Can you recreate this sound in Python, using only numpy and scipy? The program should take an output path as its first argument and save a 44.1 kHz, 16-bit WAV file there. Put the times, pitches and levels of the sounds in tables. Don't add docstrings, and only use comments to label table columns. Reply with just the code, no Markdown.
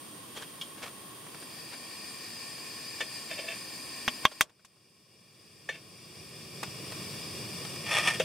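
import sys
import numpy as np
from scipy import signal
from scipy.fft import rfft, irfft, next_fast_len
from scipy.io import wavfile
from scipy.ndimage import uniform_filter1d, minimum_filter1d, map_coordinates

SR = 44100
rng = np.random.default_rng(int(sys.argv[2]) if len(sys.argv) > 2 else 0)


def transcribe(signal):
    frames = np.atleast_2d(signal).T
    limited = np.clip(frames, -1, 1)
    pcm = np.round(limited * 32767).astype(np.int16)
    wavfile.write(sys.argv[1], SR, pcm)


N = 363384
TIME_S = np.arange(N) / SR


def amp(db):
    return 10 ** (np.asarray(db) / 20)


def unit(x):
    return x / np.sqrt(np.mean(x ** 2) + 1e-20)


def along(points, hz):
    point_hz, values = np.transpose(points)
    return np.interp(np.log(hz + 1), np.log(point_hz + 1), values)


def curves(rows):
    time_s, *columns = np.transpose(rows)
    return [np.interp(TIME_S, time_s, column) for column in columns]


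def wobble(knots_per_s):
    knots = rng.standard_normal(int(N * knots_per_s / SR) + 4)
    return map_coordinates(knots, [TIME_S * knots_per_s])


def colour(x, spectrum, peaks=(), size=16384):
    hz = np.fft.rfftfreq(size, 1 / SR)
    db = along(spectrum, hz)
    for peak_hz, width_hz, lift_db in peaks:
        db = db + lift_db / (1 + (2 * (hz - peak_hz) / width_hz) ** 2)
    cepstrum = irfft(np.log(amp(db)))[:size // 2]
    cepstrum[1:] *= 2
    response = irfft(np.exp(rfft(cepstrum, size)))[:size // 2]
    length = x.shape[-1]
    m = next_fast_len(length + size // 2)
    return irfft(rfft(x, m) * rfft(response, m), m)[..., :length]


def noise(spectrum, peaks, alike, size=N):
    m = next_fast_len(size)
    correlation = np.clip(along(alike, np.fft.rfftfreq(m, 1 / SR)), -1, 1)
    turn_rad = np.arccos(correlation) / 2
    white = rfft(rng.standard_normal((2, m)))
    mid, side = irfft(white * [np.cos(turn_rad), np.sin(turn_rad)], m)[:, :size]
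    return unit(colour(np.array([mid + side, mid - side]), spectrum, peaks))


def pan(x, left_db):
    return x * amp([[left_db / 2], [-left_db / 2]])


def touches(rows, rise_s, t60_s):
    envelope = np.zeros(N)
    for peak_s, db in rows:
        t = TIME_S - peak_s
        decay = amp(db - 60 * np.maximum(t, 0) / t60_s)
        envelope += decay * np.exp(np.minimum(t, 0) / rise_s)
    return envelope


def struck(start_s, db, modes, rise_s=0.0011):
    out = np.zeros(N + SR)
    t = np.arange(SR // 3) / SR
    ring = 0
    for hz, mode_db, t60_s in modes:
        decay = amp(db + mode_db + rng.normal() - 60 * t / t60_s)
        ring = ring + decay * np.sin(2 * np.pi * hz * t)
    out[round(start_s * SR):][:len(t)] = ring * (1 - np.exp(-t / rise_s))
    return out[:N]


# (frequency [Hz], relative density [dB])
JET_SPECTRUM = [(25, -44), (60, -22), (120, -1.5), (280, -0.5), (550, -6.5), (850, -11), (1450, -13.5),
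                (2600, -12.5), (4200, -13.5), (8000, -17.5), (9500, -12), (12000, -15), (15500, -20.5)]
HEAD_SPECTRUM = [(30, -21.5), (100, -6), (800, -8.5), (1400, -16), (2400, -3), (3700, -8), (5200, -2),
                 (6600, -9), (9000, -14.5), (11000, -11.5), (15500, -20.5)]
FLAME_SPECTRUM = [(25, -44), (55, -22.5), (100, 0.5), (150, 3), (350, -4.5), (700, -12), (1450, -25),
                  (2500, -15.5), (4000, -20), (5300, -13.5), (6600, -24), (8200, -19), (11000, -25),
                  (15500, -30)]
# (frequency [Hz], width [Hz], lift [dB])
JET_PEAKS = [(312, 20, 5), (1086, 130, 13.5), (1930, 200, 5.5), (3165, 400, 9), (9020, 740, 8.5),
             (9800, 250, -1), (13800, 360, 4)]
HEAD_PEAKS = [(1803, 170, 13.7), (2395, 210, 8.6), (2840, 90, 4.9), (4584, 410, 10.1), (4960, 81, 14.4),
              (5900, 150, 1.1), (7480, 160, 12), (8590, 400, 16.5)]
FLAME_PEAKS = [(264, 57, -11), (382, 80, 3), (880, 310, -8), (1184, 210, 8), (1870, 160, 4),
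               (2356, 290, 7.5), (2830, 110, 7.5), (3460, 230, 8), (4630, 210, 7.5), (4960, 170, 10.5),
               (5630, 130, 11.5), (7500, 250, 5.5), (8900, 330, 10)]
# (frequency [Hz], correlation [-1..1])
JET_ALIKE = [(100, 0.88), (600, 0.56), (1100, 0.58), (2500, 0.3), (4000, .4), (6000, 0.3), (8900, -0.45),
             (11000, -.2), (15000, 0.33)]
HEAD_ALIKE = [(100, 0.93), (700, 0.9), (1800, 1), (2900, .94), (3500, 0.76), (4700, .7), (5800, -0.033),
              (7400, 0.91), (8300, 0.099), (11000, -.3), (15000, 0.15)]
# (frequency [Hz], left minus right [dB])
BURNER_LEFT_DB = [(100, -.5), (1100, -1.5), (2400, 0.5), (3400, 2), (4900, 4.5), (6000, 4), (7400, 1),
                  (8500, -4), (11000, 0), (14000, .5)]
# (time [s], level [dB])
OPENING = [(1.25, -62), (1.5, -48.5), (2.1, -44.5), (2.8, -43)]
JET_DB, FLAME_DB = -47, -41
LIT_HEAD_CHANGE_DB = -7
LIGHT_S, SPREAD_S = 4.41, 0.04


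def stove():
    lit = np.clip((TIME_S - LIGHT_S) / SPREAD_S, 0, 1)
    head_db = curves(OPENING)[0] + LIT_HEAD_CHANGE_DB * lit
    jet = amp(JET_DB + 0.38 * wobble(5)) * noise(JET_SPECTRUM, JET_PEAKS, JET_ALIKE)
    head = amp(head_db + 0.94 * wobble(12)) * noise(HEAD_SPECTRUM, HEAD_PEAKS, HEAD_ALIKE)
    flame_gain = lit * amp(FLAME_DB + 0.64 * wobble(16))
    flame = flame_gain * noise(FLAME_SPECTRUM, FLAME_PEAKS, HEAD_ALIKE)
    left, right = head + flame
    left = colour(left, [(hz, db / 2) for hz, db in BURNER_LEFT_DB])
    right = colour(right, [(hz, -db / 2) for hz, db in BURNER_LEFT_DB])
    return pan(jet, left_db=-0.5) + np.array([left, right])


# (frequency [Hz], rms level [dB])
WHISTLE_TONES = [(8750, -63), (8871, -64.5), (8931, -58), (10003, -69)]


def whistle(drift_hz=4):
    out = np.zeros((2, N))
    for hz, db in WHISTLE_TONES:
        phase_rad = 2 * np.pi * np.cumsum(hz + drift_hz * wobble(30)) / SR
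        level = np.sqrt(2) * amp(db + 2.5 * wobble(12))
        out += level * np.sin([phase_rad, phase_rad + 1.2])
    return out


# (peak time [s], level [dB], brass ring re grip [dB])
GRIPS = [(.374, -38.5, 0), (0.424, -40, -6), (.783, -47, -20), (0.838, -35, -10), (.877, -45, -20),
         (1.735, -42, -15), (4.252, -36, -15)]
GRIP_RISE_S, GRIP_T60_S = 0.011, 0.098
# (peak time [s], level [dB])
TICKS = [(1.266, -46), (1.346, -43.5), (1.425, -43), (2.581, -44), (4.316, -31.5), (4.496, -27.5),
         (4.595, -37), (4.764, -39), (6.631, -23.5), (6.92, -37), (7.65, -37.5), (7.76, -40.5)]
TICK_RISE_S, TICK_T60_S, TICK_BRASS_DB = 0.00053, 0.058, -16
# (time [s], level [dB])
PING = (.6131, -25)
PING_BUZZ_DB, PING_BUZZ_T60_S = -9, 0.14
# (frequency [Hz], relative level [dB], t60 [s])
FITTING_MODES = [(2300, -15, 0.073), (2900, -9, 0.056), (3130, 0.5, 0.056), (3482, 2.5, 0.016),
                 (5300, -23, 0.079)]
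# (frequency [Hz], relative density [dB])
KNOB_SPECTRUM = [(100, -15), (250, -8), (450, 2), (850, 0), (1200, 0.5), (1850, 0), (2800, -1.5),
                 (4200, -6), (6000, -9), (9000, -13.5), (15000, -23.5)]
BRASS_SPECTRUM = [(1500, -27), (2750, -33), (3150, -2), (3600, -23), (4200, -25.5), (5200, -24.5),
                  (7000, -28), (14000, -39)]


def valve():
    alike = [(500, 0.96), (3000, 0.93), (8000, 0.5)]
    ticks = touches(TICKS, TICK_RISE_S, TICK_T60_S)
    grips = touches([(s, db) for s, db, _ in GRIPS], GRIP_RISE_S, GRIP_T60_S)
    grip_brass = touches([(s, db + brass_db) for s, db, brass_db in GRIPS], GRIP_RISE_S, GRIP_T60_S)
    buzz = amp(PING_BUZZ_DB) * touches([PING], TICK_RISE_S, PING_BUZZ_T60_S)
    jerks = unit(amp(2.2 * wobble(450)))
    brush = (ticks + grips) * jerks * noise(KNOB_SPECTRUM, (), alike)
    ring = (amp(TICK_BRASS_DB) * ticks + grip_brass + buzz) * noise(BRASS_SPECTRUM, (), alike)
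    return pan(brush + ring + struck(*PING, FITTING_MODES), left_db=0.7)


# (time [s], handle ring [dB], clatter [dB], hollow body [dB], rise [s])
CLINKS = [(3.0047, -25, -29, -37.5, 0.0036), (5.6893, -13.5, -20, -26, 0.0012),
          (8.1981, -39, -22.5, -20.5, 0.0015)]
# (frequency [Hz], relative level [dB], t60 [s])
HANDLE_MODES = [(885, -6, 0.029), (1163, -7.5, 0.042), (1530, -20, 0.096), (1777, 3.5, 0.073),
                (1870, -4, 0.076), (2240, -9, 0.13), (2700, -35, 0.044), (3600, -12, 0.12),
                (4250, -18.5, 0.15), (5880, -20, 0.14)]
BODY_MODES = [(525, 2.5, 0.062), (628, -6, 0.13), (840, -6.5, 0.038)]
# (frequency [Hz], relative density [dB])
CLATTER_SPECTRUM = [(100, -33), (500, -2.5), (900, -19), (1400, -11), (2200, -4.5), (2750, -2.5),
                    (3500, -2), (4200, -28), (6200, -15), (10000, -27.5), (15000, -39)]


def handles(clatter_t60_s=0.099, body_delay_s=0.00182):
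    rings, clatter = np.zeros(N), np.zeros(N)
    for time_s, ring_db, clatter_db, body_db, rise_s in CLINKS:
        rings += struck(time_s, ring_db, HANDLE_MODES, rise_s)
        rings += struck(time_s + body_delay_s, body_db, BODY_MODES)
        clatter += touches([(time_s + rise_s, clatter_db)], rise_s, clatter_t60_s)
    alike = [(500, 1.0), (3000, 0.94), (8000, 0.41)]
    return pan(rings + clatter * noise(CLATTER_SPECTRUM, (), alike), left_db=1.0)


# (peak time [s], level [dB], body hum re rub [dB])
RUBS = [(3.317, -34, -10.5), (3.392, -35.5, -8), (3.448, -46.5, -2), (3.488, -36, -10.5),
        (3.519, -37.5, -14), (5.726, -33, -13), (5.756, -30, -15)]
RUB_RISE_S, RUB_T60_S = 0.011, 0.12
# (peak time [s], level [dB])
SCRAPES = [(7.875, -38.5), (7.917, -29.5), (7.955, -26.5), (7.986, -24), (8.068, -32), (8.086, -24),
           (8.148, -35)]
SCRAPE_RISE_S, SCRAPE_T60_S = 0.023, 0.16
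# (frequency [Hz], relative density [dB])
RUB_SPECTRUM = [(100, -26), (500, -3.5), (900, -7), (1400, -8), (2300, 7.5), (2800, -3), (3600, -6.5),
                (4200, -12), (6000, -13), (15000, -33)]
SCRAPE_SPECTRUM = [(100, -50.5), (600, -1), (1000, -2), (1450, -9), (2500, 6), (3400, 0), (3950, -12.5),
                   (5500, -5), (6600, -12.5), (8800, -12), (11000, -13.5), (15000, -40)]
# (frequency [Hz], width [Hz], lift [dB])
RUB_PEAKS = [(1750, 62, 12), (2685, 150, 15), (3120, 66, 21), (3570, 110, 17)]
SCRAPE_PEAKS = [(620, 64, 2.5), (1230, 100, 14), (1807, 27, 11), (1825, 16, 5), (1860, 210, 10.5),
                (2385, 21, 11), (2440, 39, 2), (3000, 29, 2), (3290, 24, 11), (3433, 24, 10),
                (3540, 27, 10), (4234, 30, 17.5), (5390, 41, 13), (6000, 60, 7), (8600, 430, 7)]


def hinges(slips_per_s=1100):
    alike = [(500, 1.0), (3000, 0.93), (6000, 0.33), (11000, 0.1)]
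    slips = (rng.random(N) < slips_per_s / SR) * rng.uniform(-0.94, 1, N)

    def friction(spectrum, peaks):
        return unit(noise(spectrum, peaks, alike) + unit(colour(slips, spectrum, peaks)))

    rub = touches([(s, db) for s, db, _ in RUBS], RUB_RISE_S, RUB_T60_S)
    hum = touches([(s, db + hum_db) for s, db, hum_db in RUBS], RUB_RISE_S, RUB_T60_S)
    hum_spectrum = [(100, -20), (600, 26), (1500, -41), (6000, -64)]
    body_hum = hum * noise(hum_spectrum, [(664.4, 36, 15.5)], alike)
    turning = rub * friction(RUB_SPECTRUM, RUB_PEAKS) + body_hum
    strokes = touches(SCRAPES, SCRAPE_RISE_S, SCRAPE_T60_S) * amp(1.24 * wobble(130))
    return pan(turning + strokes * friction(SCRAPE_SPECTRUM, SCRAPE_PEAKS), left_db=0.6)


# (time [s], pulse [dB]; re pulse: treble [dB],
# frame ring [dB], rattle [dB], bright spring [dB], table thump [dB])
SNAPS = [(4.0793, -10, -6, -8, -7, -40, -21), (4.2528, 5, -1.5, -2.5, -11.5, -38.5, -37.5),
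         (4.4097, 29, 2.5, -14.5, -19.5, -22, -60), (4.648, -20, -10.5, -3.5, -6.5, -3, -19)]
# (frequency [Hz], relative level [dB])
PUSH_SPECTRUM = [(30, -35.5), (500, -19.5), (800, -10.5), (1150, 5), (2000, 8), (3000, -5.5), (4200, -15.5),
                 (6000, -11.5), (8000, -21.5), (13000, -12.5), (15500, -20.5)]
RATTLE_SPECTRUM = [(40, -15), (150, -13.5), (450, -17), (750, -1), (1200, -9.5), (3400, 6), (4100, -11),
                   (5800, -8), (7500, -20.5), (15000, -33.5)]
SPRING_SPECTRUM = [(1000, -25), (3000, -5), (6000, -1.5), (8500, -3), (10500, -10.5), (15000, -19)]
# (frequency [Hz], relative level [dB], t60 [s])
FRAME_MODES = [(622, -27.5, 0.1), (1137, -11.5, 0.046), (1082, -3.5, 0.034), (1650, -11.5, 0.033),
               (2180, -15.5, 0.027), (2678, -20, .025), (3215, -11, 0.052), (3520, -14.5, .04),
               (4820, -34, 0.057), (6070, -22, .03)]
TABLE_MODES = [(245, -2.5, 0.1), (124.5, -16, 0.077)]


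def igniter(rattle_t60_s=0.045, spring_t60_s=0.062, tent_db=-49, tent_t60_s=0.25):
    out, size = np.zeros((2, N)), SR // 3
    t = np.arange(size) / SR
    alike = [(1000, 0.71), (3500, 0.77), (9000, 0.3)]
    crack_spectrum = [(4000, -17.5), (11000, 3)]
    tent_spectrum = [(60, -6.0), (200, 0.5), (650, -1), (3000, -13), (9000, -32.5)]

    def fade(t60_s):
        return 1000 ** (-t / t60_s)

    def ringing(modes):
        return sum(amp(db) * fade(t60_s) * np.sin(2 * np.pi * hz * t) for hz, db, t60_s in modes)

    def burst(db, t60_s, spectrum):
        return amp(db) * fade(t60_s) * noise(spectrum, (), alike, size=size)

    for time_s, pulse_db, treble_db, ring_db, rattle_db, spring_db, thump_db in SNAPS:
        push = colour(signal.unit_impulse(size), PUSH_SPECTRUM)
        push = colour(push, [(3000, 0.0055), (10000, treble_db)])
        crack = burst(treble_db - 16.0, 0.0078, crack_spectrum)
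        rattle = burst(rattle_db, rattle_t60_s, RATTLE_SPECTRUM)
        spring = burst(spring_db, spring_t60_s, SPRING_SPECTRUM)
        tent = burst(tent_db, tent_t60_s, tent_spectrum)
        scatter = (crack + rattle + spring + tent) * (1 - np.exp(-t / 0.0011))
        rings = amp(ring_db) * ringing(FRAME_MODES) + amp(thump_db) * ringing(TABLE_MODES)
        snap = push / np.abs(push).max() + rings + scatter
        out[:, round(time_s * SR):][:, :size] += amp(pulse_db) * snap
    return out


def scene():
    return stove() + whistle() + valve() + handles() + hinges() + igniter()


def band_limit(x, top_hz=15850, edge_hz=500):
    m = next_fast_len(N + SR // 4)
    passed = np.clip((top_hz - np.fft.rfftfreq(m, 1 / SR)) / edge_hz + 0.5, 0, 1)
    return irfft(rfft(x, m) * passed, m)[:, :N]


def gain_control(x, ceiling_db=-1.2, recovery_db_per_s=11.0):
    peak_db = 20 * np.log10(np.abs(x).max(axis=0) + 1e-9)
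    excess_db = np.maximum(peak_db - ceiling_db, 0)
    ahead_db = -minimum_filter1d(-excess_db, size=45)
    climb_db = recovery_db_per_s * TIME_S
    duck_db = np.maximum.accumulate(ahead_db + climb_db) - climb_db
    return x * amp(-uniform_filter1d(duck_db, size=21))


# (frequency [Hz], width [Hz], lift [dB])
NOTCHES = [(2040, 60, -16), (3055, 70, -20), (4105, 55, -14), (5115, 40, -13), (6150, 55, -20)]


def record(dry):
    picked_up = band_limit(colour(dry, [(20, 0), (20000, 0)], NOTCHES))
    return band_limit(gain_control(picked_up))


dry = scene()
out = record(dry)
transcribe(out)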